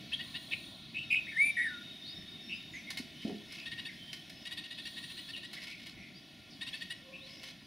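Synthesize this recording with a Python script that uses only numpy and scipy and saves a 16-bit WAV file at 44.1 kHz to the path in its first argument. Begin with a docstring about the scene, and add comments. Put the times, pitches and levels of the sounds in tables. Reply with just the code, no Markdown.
"""A yard opens on a low rumble, a leafy hiss and a swell of buzzing insects. A near bird squeaks and
rasps up to one arched whistle, crossed at first by harsh chatter. An insect's trill swells and far birds
twitter and whistle. From about 3 s come dry clicks, soft bumps and the swishes of a peahen dust-bathing;
the chatter returns in quick runs, the insects swell again, and a far hoot sounds near the end.
A close wall colours most of the sounds, and the yard gives birds, knocks and swishes a short echo."""
import sys
import numpy as np
from scipy import signal
from scipy.fft import rfft, irfft, next_fast_len
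from scipy.io import wavfile
from scipy.ndimage import uniform_filter1d, map_coordinates

SR = 44100
rng = np.random.default_rng(int(sys.argv[2]) if len(sys.argv) > 2 else 0)


def int16_out(signal):
    """Quantize to a 16-bit WAV file."""
    q = np.round(np.clip(np.atleast_2d(signal).T, -1, 1) * 32767)
    wavfile.write(sys.argv[1], SR, q.astype(np.int16))


N = 337806
TOP_HZ = 15800


def amp(db):
    """Decibels to gain."""
    return 10 ** (np.asarray(db) / 20)


def unit(x):
    """Scale to rms 1."""
    return x / np.sqrt(np.mean(x ** 2) + 1e-20)


def along(points, hz):
    """Read (f/Hz, value) points on a log frequency axis."""
    f, v = np.transpose(points)
    return np.interp(np.log(hz + 1), np.log(f), v)


def curves(rows, t):
    """Automation lanes: each column after the time, read at times t."""
    s, *cols = np.transpose(rows)
    return [np.interp(t, s, c) for c in cols]


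def wobble(rate, size):
    """A smooth random modulator, rate knots a second."""
    knots = rng.standard_normal(16384)
    return map_coordinates(knots, [np.arange(size) * rate / SR], mode="wrap")


def filtered(x, response):
    """Apply a frequency response to x."""
    m = next_fast_len(N + 8192)
    return irfft(rfft(x, m) * response(np.fft.rfftfreq(m, 1 / SR)), m)[..., :N]


def coloured(x, eq):
    """x through an EQ curve, at rms 1."""
    return unit(filtered(x, lambda hz: amp(along(eq, hz))))


def add(track, s, sound):
    """Mix a sound into a track at time s."""
    part = track[max(0, round(s * SR)):][:len(sound)]
    part += sound[:len(part)]


def fade(t, edge):
    """Smooth fade in and out, edge seconds each."""
    return np.sin(np.pi / 2 * np.clip(np.minimum(t - t[0], t[-1] - t) / edge, 0, 1)) ** 2


def swell(start, hold, rise, t60):
    """An envelope that climbs 60 dB in rise seconds up to start, holds, then dies away."""
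    t = np.arange(N) / SR
    return amp(-60 * (np.maximum(start - t, 0) / rise + np.maximum(t - start - hold, 0) / t60))


# Stereo image of the noise beds: f/Hz, left-right correlation
CORRELATION = [(30, 0.22), (80, 0.98), (160, 0.93), (3000, 0.99), (12000, 0.98)]
def rush(eq, patchy_db=0.9):
    """Stereo noise of rms 1 with drifting patches of gain."""
    def mid_side(hz):
        width = np.arccos(np.clip(along(CORRELATION, hz), -1, 1)) / 2
        return amp(along(eq, hz)) * np.array([np.cos(width), np.sin(width)])
    spectra = signal.stft(rng.standard_normal((2, N)), nperseg=512)[2]
    patches = uniform_filter1d(rng.standard_normal(spectra.shape[1:]), size=5, axis=0)
    patches = uniform_filter1d(patches, size=14, axis=1)
    pair = signal.istft(spectra * amp(patchy_db * unit(patches)), nperseg=512)[1][:, :N]
    mid, side = filtered(pair, mid_side)
    return unit(np.array([mid + side, mid - side]))


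# Rumble EQ: f/Hz, level/dB
RUMBLE_EQ = [(15, -52), (25, -17), (195, 2), (328, -4.5), (482, -20), (573, -13), (870, -16.5),
             (1090, -23.5), (1250, -19.5), (1420, -17), (1600, -32), (2080, -25), (3520, -120)]
# Rumble fader, before trim: t/s, level/dB
RUMBLE_FADER = [(0.0, -56.5), (1.28, -57), (7.66, -60)]
def rumble(trim_db=2):
    """A bed of distant rumble that slowly eases off."""
    db = curves(RUMBLE_FADER, np.arange(N) / SR)[0]
    return amp(db + trim_db) * rush(RUMBLE_EQ, patchy_db=1.66)


# Leaf hiss EQ: f/Hz, level/dB
FOLIAGE_EQ = [(760, -42), (1300, -76), (1590, -4.5), (2100, -1.5), (3440, 1.5), (3740, 2), (4020, -2.5),
              (5440, -8), (7760, -25), (9180, -17.5), (15800, -27)]
# Leaf hiss fader, before trim: t/s, level/dB
FOLIAGE_FADER = [(0.0, -60.5), (0.72, -68), (1.36, -61.5), (2.22, -63), (4.18, -62), (4.44, -63),
                 (5.52, -66.5), (6.01, -66.5), (6.55, -65), (6.76, -60), (7.04, -66), (7.66, -66)]
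def foliage(trim_db=8):
    """The hiss of leaves, rising and falling."""
    db = curves(FOLIAGE_FADER, np.arange(N) / SR)[0]
    return amp(db + trim_db) * rush(FOLIAGE_EQ)


# EQ of the buzz's body: f/Hz, level/dB
BODY_EQ = [(2600, -83), (3100, 2.5), (3700, 4), (4200, 4), (4600, -5.5), (7000, -66)]
# EQ of its sizzle: f/Hz, level/dB
SIZZLE_EQ = [(6500, 2), (8500, -4), (9200, 13.5), (10500, -5.5), (13800, -7), (14800, 6), (15700, -11.5)]
# Insect swells: t/s, hold/s, level/dB
BUZZ_CUES = [(0.233, 0.45, -52.5), (4.863, 0.4, -52)]
def buzz(lead_s=0.1, sizzle_db=-9.5):
    """Insects buzz in swells; a high sizzle joins at the height of each and dies sooner."""
    body = sum(amp(db) * swell(s - lead_s, hold + lead_s, rise=1.0, t60=2.9)
               for s, hold, db in BUZZ_CUES)
    sizzle = sum(amp(db + sizzle_db) * swell(s, hold, rise=0.37, t60=0.92) for s, hold, db in BUZZ_CUES)
    return body * rush(BODY_EQ) + sizzle * rush(SIZZLE_EQ)


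def slur(length, hz, glide, arch):
    """Times and pitches of a note gliding through hz; a positive arch bows it upward."""
    t = np.arange(0, length, 1 / SR)
    progress = t / length - .5
    return t, hz * (1 + glide * progress - arch * progress ** 2)


# EQ on a whistle's overtones, relative to the fundamental: f/Hz, level/dB
OVERTONE_EQ = [(4000, -44), (4700, -31), (5800, -44), (7200, -40), (8300, -32), (9400, -22), (10200, -42),
               (11700, -36), (13500, -51)]
def whistle(hz, rough, rasp_hz=260, swing_hz=270, scatter_hz=130, flutter_db=4.5):
    """A syrinx tone; a second, uneven oscillation shakes its pitch and strength into a rasp."""
    n = len(hz)
    rasp = np.sin(2 * np.pi * np.cumsum(rasp_hz * (1 + 0.276 * wobble(150.3, n))) / SR)
    pitch = hz + rough * (swing_hz * rasp + scatter_hz * wobble(412.8, n))
    phase = 2 * np.pi * np.cumsum(pitch) / SR
    overtones = sum(amp(along(OVERTONE_EQ, k * hz)) * np.sin(k * phase) * (k * hz < TOP_HZ)
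                    for k in range(2, 6))
    flutter = amp(rough * flutter_db * (rasp + wobble(311, n)))
    return unit((np.sin(phase) + overtones) * flutter)


# Squeaks and rasps: t/s, length/s, f/Hz, glide/share, arch/share, level/dB, roughness
SQUEAKS = [(0.129, 0.029, 3274, 0.0074, 0.28, -27.5, 0.31), (0.517, 0.038, 2510, -0.032, 0.31, -29.5, 0.88),
           (0.94, 0.11, 2670, 0.114, 0.17, -37.5, 0.6), (1.1, 0.098, 2485, 0.043, -0.052, -25, 0.59),
           (1.264, 0.074, 2280, 0.087, 0.78, -42.5, 0.65), (1.31, 0.098, 1793, 0.008, -0.048, -46, 0.5),
           (1.565, .127, 1915, -0.12, 0.29, -29.5, 0.44), (1.683, .14, 1422, -0.091, -0.23, -47, 0.17)]
# Contour of the clear whistle: t/s, f/Hz, level/dB
CALL_CONTOUR = [(1.364, 1800, -37), (1.372, 1814, -34.5), (1.378, 2044, -28), (1.416, 2250, -25),
                (1.454, 2360, -25), (1.506, 2343, -26), (1.515, 2351, -42)]
def song(edge_s=0.0074):
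    """The near bird squeaks and rasps, leading up to one clear arched whistle and a rasping fall."""
    out = np.zeros(N)
    for s, length, hz, glide, arch, db, rough in SQUEAKS:
        t, pitch = slur(length, hz, glide, arch)
        effort_db = np.interp(t / length, [0, 0.3, 1], [-3.5, 0, -7])  # swells early, then sags
        add(out, s, amp(db + effort_db) * fade(t, edge_s) * whistle(pitch, rough))
    t = np.arange(CALL_CONTOUR[0][0] - edge_s / 2, CALL_CONTOUR[-1][0] + edge_s / 2, 1 / SR)
    pitch, db = curves(CALL_CONTOUR, t)
    add(out, t[0], amp(db) * fade(t, edge_s) * whistle(pitch, rough=0.091))
    return out


# Chatter runs: first t/s, last t/s, note count, ratio of each gap to the one before, level/dB
CHATTER_RUNS = [(0.132, 0.206, 2, 1.0, -40), (.359, 0.525, 2, 1.0, -38), (3.671, 3.867, 4, 1.15, -41),
                (4.467, 4.868, 7, 1.056, -42), (4.98, 5.188, 4, 1.105, -44.3), (5.297, 5.445, 3, 0.92, -44),
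                (6.625, 6.915, 5, 1.18, -40)]
def chatter_notes(hz=935.2, detune=0.022, scatter_db=1, drop_db=0.04):
    """Cue list for the chatter (centre t/s, level/dB, f/Hz); most longer runs slow as they go."""
    notes = []
    for first, last, count, gap_ratio, db in CHATTER_RUNS:
        elapsed = np.append(0, np.cumsum(gap_ratio ** np.arange(round(count) - 1)))
        for k, s in enumerate(first + (last - first) * elapsed / elapsed[-1]):
            loud, sharp = rng.standard_normal(2)
            notes.append((s, db - drop_db * k + scatter_db * loud, hz * (1 + detune * sharp)))
    return notes


# Tone colour of the chatter, strong peaks from about 2 to 3.5 kHz and a faint high one: f/Hz, level/dB
CHATTER_EQ = [(950, -66), (1300, -28), (1870, 4), (2250, -7.5), (2650, 5.5), (2980, 7.5), (3450, 11),
              (4650, -8.5), (6300, -28.5), (9800, -18.5), (13500, -39), (15500, -42)]
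# The bird's treble opens up as it turns from facing away: t/s, level/dB
HEAD_TURN = [(.6, -19), (4.2, 7)]
def chatter(length=0.04, edge_s=0.012, glide=0.103, arch=0.227, jitter=0.013, breathy=0.5, opening=0.41):
    """Each note is a short, harsh stack of harmonics that arches upward and brightens as the bill opens."""
    out = np.zeros(N)
    t, bend = slur(length, 1, glide, arch)
    progress = t / length - .5
    k = np.arange(1, 15)[:, None]
    breath = coloured(rng.standard_normal(N), CHATTER_EQ)
    for i, (s, db, hz) in enumerate(chatter_notes()):
        pitch = hz * (bend + jitter * wobble(865, len(t)))
        phase = 2 * np.pi * np.cumsum(pitch) / SR
        treble_db = curves(HEAD_TURN, s)[0] * (k > 4)  # the head shades the upper harmonics at first
        strength = amp(along(CHATTER_EQ, k * pitch) + treble_db + rng.normal(0, 2.8, k.shape))
        strength *= (k / 3) ** (opening * progress)
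        stack = np.sum(strength * np.sin(k * phase + rng.uniform(0, 2 * np.pi, k.shape)), axis=0)
        turbulence = breath[i * len(t):][:len(t)] * (1 + np.cos(phase))  # gated once a cycle
        voice = (unit(stack) + breathy * turbulence) * amp(1.86 * wobble(346, len(t)))
        add(out, s - length / 2, amp(db) * fade(t, edge_s) * unit(voice))
    return out


def trill(start=1.7, hz=3690, sink_hz_per_s=45, db=-52, waver_hz=60, throb_db=3):
    """One insect's narrow trill swells, sinks slowly in pitch and fades."""
    pitch = hz - sink_hz_per_s * (np.arange(N) / SR - start) + waver_hz * wobble(160, N)
    tone = np.sin(2 * np.pi * np.cumsum(pitch) / SR)
    throb = amp(throb_db * wobble(70, N))
    return amp(db) * swell(start, hold=0.5, rise=4.8, t60=5.3) * unit(tone * throb)


def chirp(length, hz, glide, rough):
    """One slur from a far bird, with a soft attack and release."""
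    t, pitch = slur(length, hz, glide, arch=0.1165)
    return fade(t, length / np.e) * whistle(pitch, rough)


def twitter(first_s=0.9, per_s=5, centre_hz=4950, db=-68.5, length=0.099):
    """Faint high slurs at random from the most distant small birds."""
    out = np.zeros(N)
    for i, (late, sharp, glide, scatter_db) in enumerate(rng.standard_normal((60, 4))):
        s = first_s + (i + late / 2) / per_s
        hz = centre_hz * np.exp(0.09 * sharp)
        add(out, s, amp(db + scatter_db) * chirp(length, hz, 0.15 * glide, rough=0.42))
    return out


# Far birds' slurs: t/s, length/s, f/Hz, glide/share, level/dB, roughness
WHISTLE_CUES = [(2.013, 0.13, 4400, 0.5, -50.5, 0.53), (2.119, 0.14, 5340, -.03, -61, 0.42),
                (2.38, 0.19, 5450, 0.094, -60.5, 0.1), (2.485, 0.066, 2600, 0.071, -38, 0.93),
                (2.507, 0.093, 4950, 0.13, -56, 0.14), (2.703, 0.13, 6250, -0.38, -61.5, 0.65),
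                (2.727, 0.066, 2130, 0.14, -43.5, 0.65), (2.859, 0.057, 2130, -0.045, -46.5, .4),
                (3.122, 0.17, 3050, 0.02, -54.5, 0.42), (3.565, 0.081, 2630, -0.046, -48.5, 0.73),
                (3.88, 0.032, 2020, -0.44, -46.5, 0.54), (3.916, 0.34, 3130, -.02, -54, 0.41),
                (4.294, 0.2, 5200, -0.026, -62, .15), (5.325, 0.047, 2820, -.25, -42, 0.42),
                (5.55, 0.045, 1930, .27, -46.5, 0.47), (5.663, 0.11, 2230, 0, -49, 0.77),
                (5.93, 0.19, 2150, -0.12, -55, 0.88), (6.143, 0.047, 4780, 0.13, -54.5, .1),
                (6.498, 0.063, 4550, -0.48, -55, 1.34), (7.115, 0.066, 2600, 0.14, -48.5, 0.45),
                (7.172, .13, 3880, 0.46, -54.5, 0.4), (7.26, 0.17, 5100, .05, -57.5, 1.05)]
def far_whistles():
    """Single whistles from birds around the yard."""
    out = np.zeros(N)
    for s, length, hz, glide, db, rough in WHISTLE_CUES:
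        add(out, s, amp(db) * chirp(length, hz, glide, rough))
    return out


# Click EQ: f/Hz, level/dB
CLICK_EQ = [(410, -63), (700, -7), (1210, -16), (2130, 6), (2460, -2.5), (3320, 0.5), (4770, 0),
            (7700, -18), (9600, -11), (15500, -26)]
# Click hits, before trim: t/s, level/dB
CLICK_CUES = [(2.904, -24.5), (2.9719, -27.5), (2.9821, -33.5), (3.5219, -36), (4.13, -30), (4.2965, -35.5),
              (5.5316, -32.5), (5.6367, -34), (5.868, -37), (7.432, -33), (7.476, -39.5)]
def clicks(crack_t60=0.02, cluster_t60=0.13, crack_db=1, spiky_db=4, trim_db=-13):
    """Dry snaps: a sharp crack, then a dying cluster of tiny ones."""
    force = np.zeros(N)
    t = np.arange(SR // 5) / SR
    decay = amp(crack_db - 60 * t / crack_t60) + amp(-60 * t / cluster_t60)
    for s, db in CLICK_CUES:
        spikes = unit(amp(spiky_db * wobble(780, len(t))))
        add(force, s, amp(db + trim_db) * decay * spikes)
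    return force * coloured(rng.standard_normal(N), CLICK_EQ)


# Modes of the hollow body: f/Hz, level/dB, t60/s
HOLLOW_MODES = [(169, -35, 0.017), (250, 4, 0.031), (316, -10, 0.024), (640, -14, 0.028)]
# Soft knocks: t/s, level/dB
BUMP_CUES = [(2.999, -27), (3.25, -20), (3.297, -32)]
def bumps(attack_s=0.0052, shudder_db=-16.5, shudder_t60=0.32):
    """Dull knocks on something hollow, which shudders on for a moment."""
    knocks, shudder = np.zeros(N), np.zeros(N)
    t = np.arange(SR // 2) / SR
    ring = sum(amp(db - 60 * t / t60) * np.sin(2 * np.pi * hz * t) for hz, db, t60 in HOLLOW_MODES)
    for s, db in BUMP_CUES:
        add(knocks, s, amp(db) * ring * (1 - np.exp(-t / attack_s)))
        add(shudder, s, amp(db + shudder_db - 60 * t / shudder_t60))
    shudder_eq = [(90, -38), (190, 2), (330, -3), (480, -15), (750, -15), (1300, -61)]  # f/Hz, level/dB
    return knocks + shudder * rush(shudder_eq, patchy_db=-5)[0]


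# Grit EQ: f/Hz, level/dB
GRIT_EQ = [(900, -11.5), (1500, -10.5), (2200, 5), (3400, 2.5), (5300, -1.5), (7000, -18.5), (9500, -16),
           (15000, -27)]
# Feathers and dust sweeping the ground: t/s, hold/s, level/dB
WING_STROKES = [(3.227, 0.059, -52), (3.522, 0.064, -48.5), (5.54, .17, -51.5), (5.808, 0.095, -54),
                (7.274, 0.069, -53.5), (7.433, 0.055, -50)]
def dust_bath(grit_db=4):
    """Gritty swishes as the hen works her wings into the dust."""
    strokes = sum(amp(db) * swell(s, hold, rise=0.17, t60=0.23) for s, hold, db in WING_STROKES)
    grains = rng.standard_normal(N) * amp(grit_db * wobble(300, N))
    return strokes * coloured(grains, GRIT_EQ)


def hoot(start=7.08, length=0.34, hz=545, sag_hz_per_s=55, db=-58, octave_db=-8, waver=0.0299):
    """A far, soft, wavering hoot that sinks and fades."""
    since = np.clip(np.arange(N) / SR - start, 0, length)
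    pitch = (hz - sag_hz_per_s * since) * (1 + waver * wobble(54.6, N))
    phase = 2 * np.pi * np.cumsum(pitch) / SR
    envelope = swell(start, hold=0.021, rise=0.6, t60=1.4) * swell(start, length, rise=0.6, t60=0.6)
    return amp(db) * envelope * unit(np.sin(phase) + amp(octave_db) * np.sin(2 * phase))


def wall(x, spacing_hz=383, notch_hz=490):
    """A close reflection cuts evenly spaced notches, deepest in the mids."""
    bounce = [(250, 0.032), (480, 0.25), (1300, 1), (2200, 0.46), (5000, 0.77), (12000, 0.28)]
    def comb(hz):
        gain = np.clip(along(bounce, hz), 0, .9)
        reflection = gain * np.exp(-2j * np.pi * (hz - notch_hz) / spacing_hz)
        return (1 - reflection) / np.sqrt(1 + gain ** 2)
    return filtered(x, comb)


# Decay of the yard's tail: f/Hz, t60/s
YARD_DECAY = [(200, 0.8), (2500, 0.43), (12000, 0.022)]
def yard(x, early_db, late_db, early_t60=0.36, width=0.6):
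    """Direct sound, scatter from near surfaces and a thin tail."""
    hz, t, spectra = signal.stft(rng.standard_normal((3, SR // 2)), SR, nperseg=256)
    late = signal.istft(spectra * amp(-60 * t / along(YARD_DECAY, hz)[:, None]), SR, nperseg=256)[1]
    early = rng.standard_normal(late.shape) * amp(-60 * np.arange(late.shape[1]) / SR / early_t60)
    echo = amp(early_db) * early / np.linalg.norm(early[0])
    echo += amp(late_db) * late / np.linalg.norm(late[0])
    stereo_echo = echo[0] + width * echo[1:]  # left and right share most of the echo
    return x + signal.fftconvolve(x[None], stereo_echo, axes=1)[:, :N]


def scene():
    """The mix: birds slightly to the left, knocks and rustling close by, insects and air all round."""
    near = amp(-1) * yard(wall(song()), early_db=-14, late_db=-19)
    far = amp(-2) * yard(far_whistles() + twitter() + hoot(), early_db=-6, late_db=-8)
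    scolding = yard(wall(chatter()), early_db=-14, late_db=-15)
    foley = yard(wall(clicks() + dust_bath()) + bumps(), early_db=-9.5, late_db=-18)
    ambience = wall(rumble() + foliage() + trill() + buzz())
    pan_left = amp([[.5], [-.5]])
    return (near + far + scolding) * pan_left + foley + ambience


def record(dry):
    """A brick-wall low-pass on the whole mix."""
    return filtered(dry, lambda hz: hz < TOP_HZ)


dry = scene()
out = record(dry)
int16_out(out)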